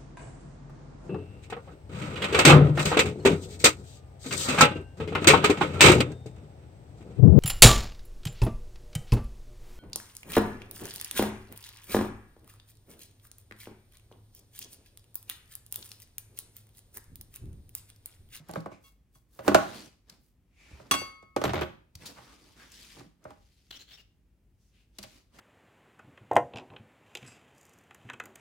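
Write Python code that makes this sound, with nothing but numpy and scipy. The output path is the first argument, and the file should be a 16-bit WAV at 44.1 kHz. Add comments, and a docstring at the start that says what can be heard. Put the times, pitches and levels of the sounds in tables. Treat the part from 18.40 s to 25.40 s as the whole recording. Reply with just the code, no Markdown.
"""A kitchen knife slices the rind off a melon and knocks through onto a plastic cutting board.
Each impact excites the damped modes of board and counter; friction and juice give bands of noise.
The knife is put down: its steel blade rings in free vibration, then the handle rattles to rest.
Fingers gather the wet peel with small smacks, thuds and squelches. The quiet kitchen reverberates."""
import sys
import numpy as np
from scipy import signal
from scipy.fft import rfft, irfft, next_fast_len
from scipy.io import wavfile
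from scipy.ndimage import uniform_filter1d, map_coordinates

SR = 44100
rng = np.random.default_rng(int(sys.argv[2]) if len(sys.argv) > 2 else 0)


def dump(signal):
    """Clip the signal to [-1, 1] and save it as 16-bit WAV at the path in sys.argv[1]."""
    limited = np.clip(np.atleast_2d(signal).T, -1, 1)
    pcm = np.round(limited * 32767).astype(np.int16)
    wavfile.write(sys.argv[1], SR, pcm)


N = 308697

# spectrum of dull rubbing and shuddering on the board: f/Hz, density level/dB
RUB_SPECTRUM = [(40, -38), (90, -4), (300, -1), (650, -10), (900, -10), (1250, -12), (2000, -15.5),
                (3500, -27), (7000, -56.5)]
SIDES = np.array([[1], [-1]])  # opposite signs for left and right
KNOCK_PAN_DB = -2  # left minus right, as for every pan


def amp(db):
    """Amplitude ratio of a level in decibels."""
    return 10 ** (np.asarray(db) / 20)


def unit(x):
    """Normalisation to an rms of 1."""
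    return x / np.sqrt(np.mean(x ** 2) + 1e-20)


def peaked(x):
    """Normalisation to a peak of 1."""
    return x / (np.abs(x).max() + 1e-20)


def along(points, hz):
    """Interpolation of (f/Hz, value) points on a logarithmic frequency axis."""
    f, v = np.transpose(points)
    return np.interp(np.log(hz + 1), np.log(f + 1), v)


def octaves(hz, centre_hz):
    """Interval in octaves from a centre frequency."""
    return np.abs(np.log2((hz + 1) / centre_hz))


def seconds(size):
    """Time axis of size samples."""
    return np.arange(size) / SR


def add(track, s, sound, pan_db=0):
    """Superposition of a sound on a stereo track at time s."""
    start = max(round(s * SR), 0)
    part = (sound * amp(SIDES * pan_db / 2))[:, :N - start]
    track[:, start:start + part.shape[1]] += part


def noise(colour_db, size, grain_db=0):
    """Partly coherent stereo noise of rms 1; random amplitude modulation (grain_db) makes it crackle."""
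    # likeness of left and right: f/Hz, coherence
    coherence = [(100, 0.91), (300, 0.98), (700, 0.54), (3000, 0.51), (9000, 0.18)]
    m = next_fast_len(size)
    hz = np.fft.rfftfreq(m, 1 / SR)
    grains = amp(grain_db * unit(uniform_filter1d(rng.standard_normal(m), size=24)))
    angle = np.arccos(np.clip(along(coherence, hz), -1, 1)) / 2
    shape = amp(colour_db(hz)) * np.array([np.cos(angle), np.sin(angle)])
    mid, side = irfft(rfft(grains * rng.standard_normal((2, m))) * shape, m)[:, :size]
    return unit(np.array([mid + side, mid - side]))


def ring(modes, size, scatter_db, width):
    """Modal superposition: damped sinusoids of alternating sign, with a side signal near quadrature."""
    t, out = seconds(size), np.zeros((2, size))
    for k, (hz, db, t60) in enumerate(modes):
        decay = (-1) ** k * amp(db + scatter_db * rng.standard_normal() - 60 * t / t60)
        mid = decay * np.sin(2 * np.pi * hz * t)
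        side = width * decay * np.cos(2 * np.pi * hz * t + 0.13 * rng.standard_normal())
        out += [mid + side, mid - side]
    return out


def pressure(events, release_db_per_s=220):
    """Envelope of (t/s, duration/s, level/dB) gestures that rise, hold and fade; their powers add."""
    t, power = seconds(N), np.zeros(N)
    for start, length, db in events:
        onset_s = 0.023 + 0.44 * length  # long strokes start gently
        rise_db = 20 * np.maximum(start - t, 0) / onset_s
        fall_db = release_db_per_s * np.maximum(t - start - length, 0)
        heard = rise_db + fall_db < 60
        power[heard] += amp(db - rise_db[heard] - fall_db[heard]) ** 2
    return np.sqrt(power)


def wobble(knots_per_s):
    """Smooth random modulation: a spline through Gaussian values."""
    knots = rng.standard_normal(int(N * knots_per_s / SR) + 4)
    return map_coordinates(knots, [np.arange(N) * knots_per_s / SR])


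def patchy(x, depth_db):
    """Brief resonances of juice and air pockets, as random gains over frequency and time."""
    spectra = signal.stft(x, nperseg=512)[2]
    field = uniform_filter1d(rng.standard_normal(spectra.shape[1:]), size=7, axis=0)
    field = unit(uniform_filter1d(field, size=5, axis=1))
    return unit(signal.istft(spectra * amp(depth_db * field), nperseg=512)[1][:, :N])


def strokes():
    """Stick-slip friction modulates a dull rub and the fizz of juice as blade and fingers slide."""
    # strokes on the fruit: t/s, duration/s, rub level/dB, hiss level/dB
    gestures = [(0, 0.0099, -60.5, -69.5), (0.094, 0.083, -57, -61.5), (1.063, 0.14, -47, -63),
                (1.076, 0.019, -36, -53.5), (1.23, 0.22, -58, -55), (1.346, 0.054, -51.5, -52.5),
                (1.699, 0.033, -64, -67.5), (2.315, 0.25, -60.5, -68.5), (3.622, 0.081, -54, -57),
                (3.76, 0.17, -64, -62.5), (3.94, 0.38, -67, -65.5), (4.169, 0.058, -62.5, -61),
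                (4.345, 0.18, -67.5, -55), (4.575, 0.022, -51.5, -56), (4.851, 0.069, -60.5, -71.5),
                (5.022, 0.42, -96.5, -73), (6.618, 0.16, -66, -63.5), (6.947, 0.042, -62, -65.5)]
    # spectrum of fizzing juice: f/Hz, density level/dB
    juice = [(400, -22.5), (1000, -15.5), (2300, -1.5), (4800, -0.5), (7500, -6.5), (11500, -10.5),
             (16000, -18.5)]
    start, length, rub_db, wet_db = np.transpose(gestures)
    rub = patchy(noise(lambda hz: along(RUB_SPECTRUM, hz), N, grain_db=2.0), depth_db=2.5)
    wet = patchy(noise(lambda hz: along(juice, hz), N, grain_db=3.5), depth_db=1.8)
    rub *= pressure(zip(start, length, rub_db)) * amp(-.6 * SIDES)
    wet *= pressure(zip(start, length, wet_db)) * amp(.7 * SIDES)
    stick_slip = amp(1.3 * wobble(knots_per_s=45))
    return stick_slip * (rub + wet)


def pats():
    """A soft impact excites only low, heavily damped modes: fruit and hand thud."""
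    # soft bumps: t/s, peak level/dB, f/Hz
    bumps = [(.002, -46, 148), (0.093, -38, 176), (0.175, -29.5, 170.5), (1.088, -23, 205),
             (1.152, -24, 190), (1.712, -56, 176), (2.33, -41.5, 71), (3.077, -29, 142.7),
             (3.554, -40.5, 91.3), (4.662, -51, 175), (6.588, -45, 199)]
    out, t = np.zeros((2, N)), seconds(SR // 2)
    for s, db, hz in bumps:
        thud = ring([(hz, 0, .11), (1.8 * hz, -9, .07)], len(t), scatter_db=1, width=.1)
        add(out, s, amp(db) * peaked(thud * (1 - np.exp(-t / 0.0049))), pan_db=-1.5)
    return out


def smacks():
    """Sudden release of tension: fibres snap and wet peel lets go in crackling noise bursts."""
    # snaps and smacks: t/s, peak level/dB, spectral peak f/Hz, T60/s
    snaps = [(.086, -42.5, 11900, .02), (.112, -31, 10100, 0.0093), (0.136, -32, 4020, 0.014),
             (.151, -49, 13000, 0.019), (0.204, -44, 4660, 0.022), (1.697, -34.5, 4660, 0.019),
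             (3.552, -32.5, 4600, 0.027), (3.613, -46, 2510, 0.032), (3.655, -31, 4440, 0.13),
             (4.318, -40, 6940, 0.03), (4.84, -47, 6330, 0.027), (6.585, -28, 4480, 0.026),
             (6.628, -32.5, 4560, 0.037), (6.986, -36, 1390, 0.052)]
    out, t = np.zeros((2, N)), seconds(SR // 5)
    for s, db, bright_hz, t60 in snaps:
        burst = noise(lambda hz: -13 * np.sqrt(octaves(hz, bright_hz)), len(t), grain_db=1.5)
        envelope = (1 - np.exp(-t / (0.045 * t60))) * amp(-60 * t / t60)
        add(out, s, amp(db) * peaked(burst * envelope), pan_db=1.5)
    return out


def knock(pitch_hz, settle_s, focus_db, clatter_db):
    """Selective excitation: the struck spot favours modes near one pitch; the load detunes them."""
    # modes of the board: f/Hz, level/dB, T60/s
    board_modes = [(290, 0, 0.16), (355, 3, 0.11), (417, 1.5, 0.059), (547, 2, 0.14), (619.8, 2.5, 0.15),
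                   (652, 0, .05), (805, -3.5, 0.22), (890, -15.5, 0.016), (1107, 0.5, 0.17),
                   (1240, -1.5, 0.057), (1310, -1, 0.037), (1290, -7.5, 0.028), (1490, -7.5, 0.26),
                   (2450, -15, 0.027)]
    # stereo width of the board's radiation: f/Hz, side-to-mid ratio
    width = [(100, .07), (290, 0.39), (600, 1), (1400, 1)]
    # spectrum of the clatter: f/Hz, density level/dB
    colour = [(90, -24.0), (200, -6.5), (700, -0.5), (1400, -7.5), (2200, -16.5), (5000, -42.5)]
    t, modes = seconds(SR // 3), []
    for hz, db, t60 in board_modes:
        detuned_hz = hz * (1 + .007 * rng.standard_normal())
        modes.append((detuned_hz, db - focus_db * np.tanh(octaves(hz, pitch_hz) / .6), t60))
    body = ring(modes, len(t), scatter_db=1, width=along(width, pitch_hz))
    # the patch under the blade sinks in pitch as the load spreads
    strike_hz, patch_db, patch_t60 = 1600, 6, .042 + 4 * settle_s
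    sinking_hz = pitch_hz + (strike_hz - pitch_hz) * np.exp(-t / settle_s)
    phase = 2 * np.pi * np.cumsum(sinking_hz) / SR
    patch = np.sin(phase) + SIDES * along(width, sinking_hz) * np.cos(phase)
    patch *= amp(patch_db - 60 * t / patch_t60)
    tone = peaked((body - patch) * (1 - np.exp(-t / .0009)))
    clatter = noise(lambda hz: along(colour, hz), len(t))
    return tone + clatter * amp(clatter_db - 60 * t / .06) * (1 - np.exp(-t / .0015))


def thump():
    """The counter's large mass gives it low natural frequencies and a slow response."""
    # modes of the counter: f/Hz, level/dB, T60/s
    modes = [(79, -10, 0.21), (99, -14, 0.39), (125, -6.5, 0.2), (188, 1, 0.046), (212, -2, 0.061)]
    t = seconds(SR // 3)
    return peaked(ring(modes, len(t), scatter_db=2.0, width=0.069) * (1 - np.exp(-t / 0.0032)))


def blows():
    """Impact excitation: a contact crack, the board's knock, the counter's thump and a dull shudder."""
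    # blows on the board: t/s, level/dB, crack offset/dB, favoured f/Hz, pitch settling time/s
    impacts = [(.093, -33.5, -17, 714, 0.0013), (0.136, -37.5, -21, 327, 0.0021),
               (0.157, -23, -23, 539, 0.0063), (.259, -29.5, -21.5, 460, 0.0031),
               (0.317, -39.5, -19, 310, .003), (0.754, -58.5, -10.5, 960, 0.0022),
               (0.99, -32, -13.5, 552.8, 0.0026), (1.079, -8.5, -12.5, 288, 0.0017),
               (1.116, -20, -36, 290, 0.00081), (1.1455, -5.5, -7.5, 669, .001),
               (1.146, -10, -30, 1369, 0.0022), (1.18, -25, -24, 1290, 0.0012),
               (2.398, -42.5, -23, 534, 0.0021), (2.511, -16, 0.5, 1150, 0.0022),
               (2.54, -22, -0.5, 1220, 0.0012), (2.615, -34, -22, 430, 0.0015),
               (2.826, -50, -10.5, 403, 0.0017), (2.963, -17, -13, 402.7, 0.0017),
               (3.015, -22.5, -12, 382, 0.00172), (3.039, -17.5, -6.5, 424, 0.0022),
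               (3.134, -19.5, -12.5, 394, 0.0021), (3.212, -22, -14.5, 357, 0.00186),
               (3.784, -45.5, -22, 870, 0.0026), (4.567, -52, -26, 350, 0.0023),
               (4.607, -45, -29, 350, 0.0023), (4.852, -34.5, -38, 590, .002), (4.905, -43, -9, 805, 0.003),
               (6.587, -46, 5, 661, 0.0011), (6.637, -43.5, 4.5, 617, 0.0011)]
    # spectrum of hard contact: f/Hz, density level/dB
    contact = [(300, -18.5), (1200, -2), (2500, 2.5), (4000, -1), (7000, -4.5), (11000, -10.5),
               (16000, -13.5)]
    out, t = np.zeros((2, N)), seconds(SR // 2)
    shudder_envelope = (1 - np.exp(-t / 0.006)) * amp(-28.5 - 60 * t / 0.49)
    for s, db, crack_db, pitch_hz, settle_s in impacts:
        snap = noise(lambda hz: along(contact, hz), len(t))
        dull_tail = noise(lambda hz: along(contact, hz) - 6 * hz / 10000, len(t))
        crack = snap * amp(-60 * t / 0.011) + dull_tail * amp(-12.5 - 60 * t / 0.079)
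        add(out, s, amp(db + crack_db + 6.0) * crack * (1 - np.exp(-t / 0.001)))
        board = knock(pitch_hz, settle_s, focus_db=13.0, clatter_db=-7.5)
        add(out, s + 0.00042, amp(db) * board, KNOCK_PAN_DB)
        add(out, s, amp(-30.5 + 0.52 * db) * thump())  # grows more slowly than the blow
        shudder = noise(lambda hz: along(RUB_SPECTRUM, hz) - 8 * np.tanh(octaves(hz, pitch_hz) / 0.25),
                        len(t), grain_db=0.5)
        add(out, s, amp(db) * shudder_envelope * shudder)
    return out


def drag():
    """Sliding friction of wet melon on plastic gives a soft, hollow swish."""
    # slides: t/s, duration/s, level/dB
    slides = [(.325, 0.0062, -60), (2.21, 0.15, -61.5)]
    # spectrum of the swish: f/Hz, density level/dB
    colour = [(500, -11), (1500, -11.5), (2350, 3.5), (3200, -9.5), (7000, -12.5), (16000, -31)]
    return pressure(slides) * noise(lambda hz: along(colour, hz), N, grain_db=1.0)


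def steel(t, tilt_db):
    """Free vibration of the blade: its modes decay in two stages, many beat, and one swells late."""
    # modes of the blade: f/Hz, level/dB, T60/s, beat f/Hz, beat depth (negative swells first), pan/dB
    modes = [(1098, -36.5, .85, 6, .15, -2), (1276, -44, 1, 0, 0, 0), (2188, -37.5, .76, 0, 0, 5),
             (2740, -30, .32, 5.5, -.55, 6), (3349, -30, .33, 5.5, .4, -1), (3941, -51, .33, 0, 0, 0),
             (4258, -37, .28, 0, 0, 0), (4324, -45, .4, 0, 0, 0), (4631, -44, .5, 11, .7, 2),
             (4904, -35, .28, 0, 0, 0), (6036, -33.5, .31, 10, .55, -3), (6288, -48, .3, 0, 0, 0),
             (7615, -49, .27, 0, 0, 0), (7856, -35.5, .23, 19, .3, 0), (9789, -37, .28, 11.5, .8, 0),
             (10040, -44, .27, 0, 0, 0), (10792, -47, .28, 0, 0, 0), (11090, -51, .28, 0, 0, 0),
             (11572, -50, .27, 0, 0, 0), (11905, -43, .23, 17, .4, 0), (14321, -42, .22, 25, .3, 0)]
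    swell_hz, swell_db, swell_peak_s = 4631, -41.5, .092
    out = np.zeros((2, len(t)))
    for hz, db, t60, beat_hz, depth, pan_db in modes:
        octave = np.log2(hz / 2200)
        flash = amp(-6.5 + 5.6 * octave - 60 * t / 0.11)
        beating = 1 + depth * np.cos(2 * np.pi * beat_hz * t)
        envelope = amp(db) * (flash + amp(-60 * t / t60)) * beating
        if hz == swell_hz:
            envelope += amp(swell_db) * (t / swell_peak_s * np.exp(1 - t / swell_peak_s)) ** 9
        phase = rng.uniform(0, 2 * np.pi) + SIDES * (0.68 + 0.058 * octave)
        out += amp(tilt_db * octave + SIDES * pan_db / 2) * envelope * np.sin(2 * np.pi * hz * t + phase)
    return out


def clinks():
    """Contact damping: the blade rings freely after each touch until a resting contact stills it."""
    # touches: t/s, level/dB, tilt/(dB per octave), rise time/s, free ringing time/s
    touches = [(0.437, -29.5, -3.5, 0.012, 0.04), (0.748, -45.5, 3, 0.0035, 0.0077),
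               (2.512, -1, 0, 0.00024, 0.456)]
    stilled_t60 = .17
    out, t = np.zeros((2, N)), seconds(SR * 2 // 3)
    for s, db, tilt_db, rise_s, free_s in touches:
        damping = amp(-60 * np.maximum(t - free_s, 0) / stilled_t60)
        add(out, s, amp(db) * steel(t, tilt_db) * damping * (1 - np.exp(-t / rise_s)))
    return out


def scrape():
    """Friction of the edge grazing the rind gives a thin, bright rasp that stops quickly."""
    # grazes: t/s, duration/s, level/dB
    grazes = [(.445, .04, -63), (.75, .035, -69.5), (.94, .06, -63.5), (1.06, .02, -49.5), (1.82, .08, -75)]
    # spectrum of the rasp: f/Hz, density level/dB
    colour = [(800, -11), (1200, -4.5), (2000, -10.5), (4300, -2), (7000, -2.5), (11000, -0.5), (16000, 0)]
    rasp = noise(lambda hz: along(colour, hz), N, grain_db=4.5)
    return pressure(grazes, release_db_per_s=331.5) * rasp


def taps():
    """Brief contact gives a broad spectrum: the settling steel ticks on the board and rings thinly."""
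    # taps of steel: t/s, tick level/dB, ring level/dB
    contacts = [(2.965, -39, -69), (2.97, -40, -71), (3.015, -44, -67), (3.042, -37, -49.5),
                (3.053, -26, -49), (3.135, -45, -70), (3.144, -26, -62), (3.155, -36, -77),
                (3.211, -28, -58), (3.219, -40, -64)]
    # high modes left to the blade as it lies on the board: f/Hz, level/dB, T60/s
    modes = [(7273, -9, .14), (7607, -14, .2), (8215, -7, .14), (11000, -11, .1), (11580, -5, .11),
             (11910, 0, .14), (12210, -6, .12), (14150, -5, .2)]
    # spectrum of a tick: f/Hz, density level/dB
    colour = [(1000, 23), (4000, 6), (11000, -9.5), (16000, -1.5)]
    out, t = np.zeros((2, N)), seconds(SR // 4)
    for s, tick_db, ring_db in contacts:
        tick = noise(lambda hz: along(colour, hz), len(t))
        add(out, s, amp(tick_db - 60 * t / .009) * tick)
        add(out, s, amp(ring_db) * ring(modes, len(t), scatter_db=5, width=1.0))
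    return out


def rattle():
    """Repeated impacts: the knife rocks to rest, and each contact ticks and excites board and counter."""
    # uneven contacts of the handle: t/s, relative level/dB
    contacts = [(3.053, 5.5), (3.061, -7), (3.079, -2), (3.094, 1), (3.104, -3.5), (3.142, -1),
                (3.155, 1.5), (3.165, -0.5), (3.178, -1.5), (3.191, -2), (3.202, -11), (3.218, 3.5),
                (3.231, -1.5)]
    # spectrum of a tick: f/Hz, density level/dB
    colour = [(300, -26.5), (900, 5.0), (2200, 8.0), (3700, 3.0), (6000, -10.0), (16000, -39.0)]
    out, t = np.zeros((2, N)), seconds(SR // 16)
    for s, db in contacts:
        tick = noise(lambda hz: along(colour, hz), len(t))
        add(out, s, amp(db - 34 - 60 * t / 0.054) * tick)
        board = knock(pitch_hz=396, settle_s=.001, focus_db=17.0, clatter_db=-4.0)
        add(out, s, amp(db - 28) * board, KNOCK_PAN_DB)
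        add(out, s, amp(db - 34.5) * thump())
    return out


def sweeps():
    """Light friction between hand and peel gives a faint, broad band of noise."""
    # brushing movements: t/s, duration/s, level/dB, spectral peak f/Hz
    brushes = [(3.772, 0.015, -54, 1010), (3.88, .04, -61, 1200), (4.2, 0.041, -56.5, 1612),
               (6.215, 0.079, -77.5, 5790), (6.351, 0.066, -71.5, 2724)]
    out = np.zeros((2, N))
    for s, length, db, bright_hz in brushes:
        swish = noise(lambda hz: -11 * octaves(hz, bright_hz) ** 0.84, N)
        out += pressure([(s, length, db)]) * swish
    return out


def bursts(pitch_hz, size):
    """Cavity resonance: tiny bursts of juice ring near a pitch that rises as their pocket shrinks."""
    bursts_per_s, decay_cycles, scatter_db, scatter_octaves, glide_per_s = 800, 7, 4, .045, .9
    count, t = int(bursts_per_s * size / SR), seconds(SR // 100)
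    out = np.zeros((2, size + len(t)))
    starts = rng.uniform(0, size, count).astype(int)
    phases = rng.uniform(-1.26, 1, count)
    detunings, strengths = rng.standard_normal((2, count))
    for start, phase, detuning, strength in zip(starts, phases, detunings, strengths):
        hz = pitch_hz * 2 ** (scatter_octaves * detuning) * (1 + glide_per_s * start / SR)
        decay = amp(scatter_db * np.tanh(strength)) * np.exp(-hz * t / decay_cycles)
        out[:, start:start + len(t)] += decay * np.sin(2 * np.pi * hz * t + SIDES * phase)
    return unit(out[:, :size])


def squelch():
    """Forced flow: juice pinched out of the peel hisses and excites two pocket resonances."""
    # pinches: t/s, duration/s, level/dB, lower f/Hz, upper f/Hz, upper relative level/dB
    pinches = [(5.3067, 0.0063, -38.5, 3260, 4140, -1.5), (5.317, 0.032, -49.5, 3025, 3900, -2),
               (5.35, 0.023, -50, 3200, 5500, -2), (5.387, 0.038, -53, 4050, 6610, -8),
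               (5.469, 0.071, -59, 3300, 4190, -4), (5.503, 0.028, -53.5, 3240, 4070, -5.5),
               (5.528, 0.028, -53.5, 3620, 5400, 1), (5.568, 0.041, -57.5, 2760, 4700, -6)]
    # spectrum of the hiss: f/Hz, density level/dB
    colour = [(300, -6), (1000, -13), (1700, -4.5), (2300, -6), (3000, -2.5), (4400, -9), (5300, -11),
              (7000, -10.5), (9000, -19), (16000, -15)]
    out, t = np.zeros((2, N)), seconds(SR // 10)
    for s, length, db, lower_hz, upper_hz, upper_db in pinches:
        hiss = amp(-2) * noise(lambda hz: along(colour, hz), len(t), grain_db=2)
        wet = unit(hiss + bursts(lower_hz, len(t)) + amp(upper_db) * bursts(upper_hz, len(t)))
        attack = np.minimum(t / (.002 + .2 * length), 1)
        fall_db = 20 * np.maximum(t - length, 0) / (.003 + .6 * length)
        add(out, s, amp(db - fall_db) * attack * wet, pan_db=2.0)
    return out


def kitchen(x):
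    """Reverberation: reflections from cupboards and walls decay at a rate that depends on frequency."""
    # reverberation time: f/Hz, T60/s
    decay_times = [(100, 0.46), (300, 0.3), (1000, .4), (4000, .42), (12000, 0.35)]
    hz, t, spectra = signal.stft(rng.standard_normal((2, SR * 2 // 3)), SR, nperseg=256)
    decay = amp(-60 * t / along(decay_times, hz)[:, None])
    tail = signal.istft(spectra * decay, SR, nperseg=256)[1]
    # long waves reach both sides more alike
    lowpass = signal.butter(2, 300, fs=SR, output="sos")
    tail[1] += signal.sosfilt(lowpass, tail[0] - tail[1])
    tail *= 1 - np.exp(-seconds(tail.shape[1]) / .012)  # builds up as the sound reaches the walls
    return signal.fftconvolve(x.mean(axis=0)[None], tail / np.linalg.norm(tail[0]), axes=1)[:, :N]


def scene():
    """Superposition of direct sound, reverberation and a low, steady background."""
    # spectrum of the kitchen's background: f/Hz, density level/dB
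    room_tone = [(24, -33.5), (48, -2), (85, -13), (130, -16), (290, -24), (500, -34), (1200, -44),
                 (2500, -43.5), (4000, -50), (16000, -52)]
    direct = blows() + pats() + rattle() + taps() + smacks() + strokes()
    direct += drag() + scrape() + squelch() + sweeps() + clinks()
    background = amp(-65.5) * noise(lambda hz: along(room_tone, hz), N)
    return direct + amp(-9.5) * kitchen(direct) + background


def record(dry):
    """Linear filtering: each microphone port colours its side, and a band limit cuts the top treble."""
    # difference between the ports: f/Hz, left minus right level/dB
    port_balance = [(120, 0.5), (480, -1.5), (680, -3), (1100, 0.5), (1500, 0), (2200, 2.5), (5000, 0)]
    top_hz, edge_hz = 16200, 700
    m = next_fast_len(N + SR // 4)
    hz = np.fft.rfftfreq(m, 1 / SR)
    ports = amp(SIDES * along(port_balance, hz) / 2)
    band_limit = np.clip((top_hz - hz) / edge_hz + .5, 0, 1)
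    return irfft(rfft(dry, m) * ports * band_limit, m)[:, :N]


dry = scene()
out = record(dry)
dump(out)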